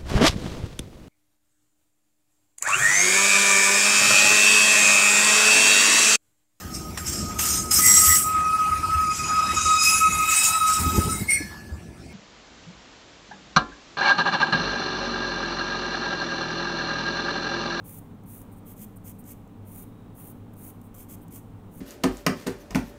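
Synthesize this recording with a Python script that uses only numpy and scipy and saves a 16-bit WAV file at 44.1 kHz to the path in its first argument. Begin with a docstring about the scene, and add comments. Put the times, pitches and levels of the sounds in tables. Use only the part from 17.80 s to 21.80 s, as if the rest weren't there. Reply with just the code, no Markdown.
"""A small room with a humming fan, where a manicure goes on at a towel-covered table.
An abrasive file crosses a fingernail in single strokes; between them a small brush flicks the dust away
and grazes the nail on its way back. Both sound by stick-slip friction, a dense train of tiny snaps.
The tools tick against the nail's edge, and the room adds a short tail to them. The hand bumps once,
and a faint whistle passes in the background."""
import sys
import numpy as np
from scipy import signal
from scipy.fft import rfft, irfft
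from scipy.io import wavfile

SR = 44100
rng = np.random.default_rng(int(sys.argv[2]) if len(sys.argv) > 2 else 0)


def file_out(sig):
    """Save sig as 16-bit WAV at sys.argv[1]."""
    # one column per channel
    cols = np.atleast_2d(sig).T
    # limit, then scale
    lim = np.clip(cols, -1, 1)
    pcm = np.round(lim * 32767).astype(np.int16)
    wavfile.write(sys.argv[1], SR, pcm)


N = 176400
CUTOFF_HZ = 15780

# Spectrum of the brush and the ticks on the nail. Each row: frequency in Hz, relative level in dB.
BRUSH_SPECTRUM = [(1200, -15.5), (1800, -19), (2250, -11), (2800, -17.5), (3250, -13), (3800, -24.5),
                  (4600, -22), (5700, -18.5), (6500, -10.5), (6900, -13.5), (7500, -11), (9000, -6.5),
                  (10200, -6.5), (10700, -7), (11150, -6), (11600, -9.5), (12400, -5), (12950, -1),
                  (13350, -2), (13850, -4), (14450, 1), (14850, 0.5), (15400, -12)]


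def nail_file():
    """Stick-slip friction: abrasive grit catches on the nail and lets go."""
    # Each row: start, length, rise and fall in seconds, level in dB, bite (low-treble lift) in dB.
    strokes = [(.038, 0.16, 0.034, 0.0071, -49, 5), (.452, 0.19, 0.067, 0.072, -50.5, 4),
               (1.846, 0.2, 0.11, 0.0061, -50, 5), (2.341, 0.19, 0.048, 0.029, -51.5, 4),
               (2.752, 0.17, 0.12, 0.031, -48, 5), (3.905, .17, 0.098, .02, -53, 8.5)]
    # Spectrum of the file on the nail. Each row: frequency in Hz, relative level in dB.
    spectrum = [(1200, -14.5), (1750, -18.5), (2250, -15), (3200, -19.5), (4100, -23.5), (5200, -29),
                (5700, -24), (6600, -18.5), (7800, -18.5), (8900, -7), (10800, -5.5), (11500, -8.5),
                (12350, -10), (13000, -2), (13500, -2.5), (14050, -0.5), (14400, -2), (14700, 1.5),
                (15200, -9), (15700, -1.5)]
    return friction(strokes, spectrum, snaps_per_s=12000, spread_db=3, chatter_db=1.5)


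def brush():
    """Stick-slip friction of bristles: firm flicks, and lighter grazes on the way back."""
    # Each row of both: start, length, rise and fall in seconds, level in dB, bite in dB.
    flicks = [(.849, 0.1, 0.037, 0.028, -52, -2.5), (.955, .099, 0.077, .007, -47, 2),
              (1.237, 0.089, 0.042, 0.03, -47, 2.5), (1.44, 0.1, 0.086, .024, -46.5, 4),
              (3.138, 0.12, 0.09, 0.053, -47, 1.5), (3.283, 0.076, .022, 0.0087, -48.5, 3.5),
              (3.503, 0.1, 0.052, 0.046, -46.5, 3.5)]
    grazes = [(.712, 0.045, 0.011, 0.035, -60, 1), (.755, 0.045, 0.023, .012, -63, 6),
              (1.157, 0.029, 0.01, 0.021, -55, 4), (1.385, 0.039, .007, 0.033, -52.5, -2),
              (3.025, 0.059, 0.041, 0.024, -60.5, 1), (3.405, 0.045, .012, .018, -60.5, -3)]
    # Spectrum of a light touch. Each row: frequency in Hz, relative level in dB.
    graze_spectrum = [(2000, -37), (5000, -24), (7300, -11.5), (8400, 2), (9400, 4), (11300, -4),
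                      (12600, 0), (13700, 6), (15800, 1)]
    bristles = dict(snaps_per_s=10000, spread_db=3.5, chatter_db=1)
    return friction(flicks, BRUSH_SPECTRUM, **bristles) + friction(grazes, graze_spectrum, **bristles)


def friction(strokes, spectrum, snaps_per_s, spread_db, chatter_db):
    """Shot noise: random snaps merge into a rasp that follows the pressure and brightens over a stroke."""
    snaps = (rng.random(N) < snaps_per_s / SR) * rng.choice([-1., 1.], N)
    strength_db = spread_db * np.minimum(rng.exponential(1, N), 4)
    snaps *= amp(strength_db + chatter_db * wander(145))
    t, out = np.arange(SR // 4) / SR, np.zeros(N)
    for start, length, rise, fall, level_db, bite_db in strokes:
        pressure = (np.clip(t / rise, 0, 1) * np.clip((length - t) / fall, 0, 1)) ** 0.77
        grit = np.take(snaps, round(start * SR) + np.arange(len(t)), mode="wrap")
        dull = colour(grit, spectrum, bite_db, top_db=-0.75)
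        bright = colour(grit, spectrum, bite_db, top_db=0.75)
        add(out, start, amp(level_db) * pressure * (dull + (bright - dull) * t / length))
    return out


def edge_ticks():
    """Damped impact: a tool catches the nail's edge, and the finger absorbs the vibration at once."""
    # Each row: start in seconds, level in dB, bite in dB.
    contacts = [(.436, -57, 7), (.616, -44, 6), (1.44, -51, 17), (1.675, -59, 14), (2.734, -54.5, 3),
                (2.738, -54, 3), (3.014, -49, 3), (3.143, -46.5, 5), (3.148, -44, 6), (3.481, -50, 12)]
    rise_s, decay_s = 0.001, 0.0029
    t, out = np.arange(SR // 25) / SR, np.zeros(N)
    for start, level_db, bite_db in contacts:
        envelope = np.minimum(t / rise_s, 1) * np.exp(-t / decay_s)
        burst = colour(rng.standard_normal(len(t)), BRUSH_SPECTRUM, bite_db)
        add(out, start, amp(level_db) * envelope * burst)
    return out


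def hand_bump():
    """Cushioned impact: the hand's padded thud is one low mode that builds and dies away."""
    # Each row: start in seconds, pitch in Hz, peak level in dB, decay (two time constants) in seconds.
    bumps = [(1.005, 212, -41, .06)]
    t, out = np.arange(SR // 2) / SR, np.zeros(N)
    for start, hz, level_db, decay in bumps:
        envelope = (2 * t / decay) * np.exp(1 - 2 * t / decay)
        add(out, start, amp(level_db) * envelope * np.sin(2 * np.pi * hz * t))
    return out


def room(x):
    """Reverberation: diffuse reflections follow a short gap, and the high treble dies first."""
    # Each row: frequency in Hz, time to decay by 60 dB in seconds.
    t60 = [(300, 0.49), (4000, 0.56), (9000, 0.41), (15000, 0.37)]
    gap_s = 0.0098
    hz, t, noise = signal.stft(rng.standard_normal(SR // 2), SR, nperseg=256)
    tail = signal.istft(noise * amp(-60 * t / read(t60, hz)[:, None]), SR, nperseg=256)[1]
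    tail *= np.arange(len(tail)) / SR > gap_s
    return signal.fftconvolve(x, tail / np.linalg.norm(tail))[:N]


def fan():
    """Tonal and broadband noise: the fan's low tones waver in a steady rush of air."""
    # Each row: frequency in Hz, rms level in dB.
    tones = [(98.6, -51.5), (108.5, -54), (166, -57.5), (194.3, -58.5), (235.5, -56), (272, -61.5),
             (291, -61), (300, -62), (441, -69), (785, -73)]
    # Each row: frequency in Hz, relative level in dB.
    air_spectrum = [(15, -8.5), (36, -4.5), (58, -5), (82, -13), (130, -6.5), (175, -3.5), (240, -5.5),
                    (295, -11), (330, -14), (430, -13), (620, -20), (820, -19.5), (1200, -24), (1750, -34),
                    (2600, -37), (3800, -40.5), (4600, -47.5), (6500, -47.5), (9000, -45.5), (12000, -51.5),
                    (15000, -43)]
    air_db, flutter_db = -48, 0.5
    waver_hz, waver_db, drift_hz = 5.02, 3, 1.236
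    out = amp(air_db + flutter_db * wander(waver_hz)) * colour(rng.standard_normal(N), air_spectrum)
    for hz, level_db in tones:
        cycles = np.cumsum(hz + drift_hz * wander(waver_hz)) / SR + rng.random()
        waver = amp(waver_db * wander(waver_hz))
        out += amp(level_db) * unit(waver * np.sin(2 * np.pi * cycles))
    return out


def whistle():
    """Random frequency modulation blurs a faint, thin tone that swells and fades once."""
    start_s, length_s = 2.02, 0.33
    pitch_hz, width_hz, level_db = 3760, 68, -79
    t = np.arange(N) / SR
    swell = np.sin(np.pi * np.clip((t - start_s) / length_s, 0, 1)) ** 0.5
    cycles = np.cumsum(pitch_hz + width_hz * wander(2 * width_hz)) / SR
    return amp(level_db) * swell * unit(np.sin(2 * np.pi * cycles))


def colour(x, spectrum, bite_db=0, top_db=0):
    """Source-filter shaping: x takes on a spectrum and the nail's narrow resonance, at rms 1."""
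    bite_hz, top_hz = 6600, 11600
    ring_hz, ring_width_hz, ring_db = 13900, 220, 1.5
    hz = np.fft.rfftfreq(len(x), 1 / SR)
    bite = bite_db * np.exp(-(2 * np.log2((hz + 1) / bite_hz)) ** 2)  # about an octave wide
    ring = ring_db * np.exp(-((hz - ring_hz) / ring_width_hz) ** 2)
    shelf = top_db / (1 + (top_hz / (hz + 1)) ** 10)
    gain = amp(read(spectrum, hz) + bite + ring + shelf) * (hz < CUTOFF_HZ)
    return unit(irfft(rfft(x) * gain, len(x)))


def wander(rate_hz):
    """Low-passed noise: a smooth random fluctuation of rms 1."""
    hz = np.fft.rfftfreq(N, 1 / SR)
    return unit(irfft(rfft(rng.standard_normal(N)) * (hz > 0) / (1 + (hz / rate_hz) ** 4), N))


def amp(db):
    """Decibels to amplitude ratio."""
    return 10 ** (np.asarray(db) / 20)


def unit(x):
    """Normalisation to rms 1."""
    return x / np.sqrt(np.mean(x ** 2) + 1e-20)


def read(points, hz):
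    """Interpolation on a log-frequency axis."""
    f, value = np.transpose(points)
    return np.interp(np.log(hz + 1), np.log(f + 1), value)


def add(mix, start_s, sound):
    """Superposition of a sound on the mix from start_s on."""
    part = mix[max(round(start_s * SR), 0):][:len(sound)]
    part += sound[:len(part)]


def scene():
    """Superposition: the tools close by, their reverberation, the hand, the fan and the whistle."""
    tools = nail_file() + brush() + edge_ticks()
    return (tools + amp(-13.5) * room(tools) + hand_bump() + whistle() + fan())[None]


def record(dry):
    """Band limiting: a steep low-pass removes the treble above CUTOFF_HZ."""
    lowpass = signal.firwin(801, CUTOFF_HZ, window=("kaiser", 8), fs=SR)
    return signal.oaconvolve(dry, lowpass[None], "same")


dry = scene()
out = record(dry)
file_out(out)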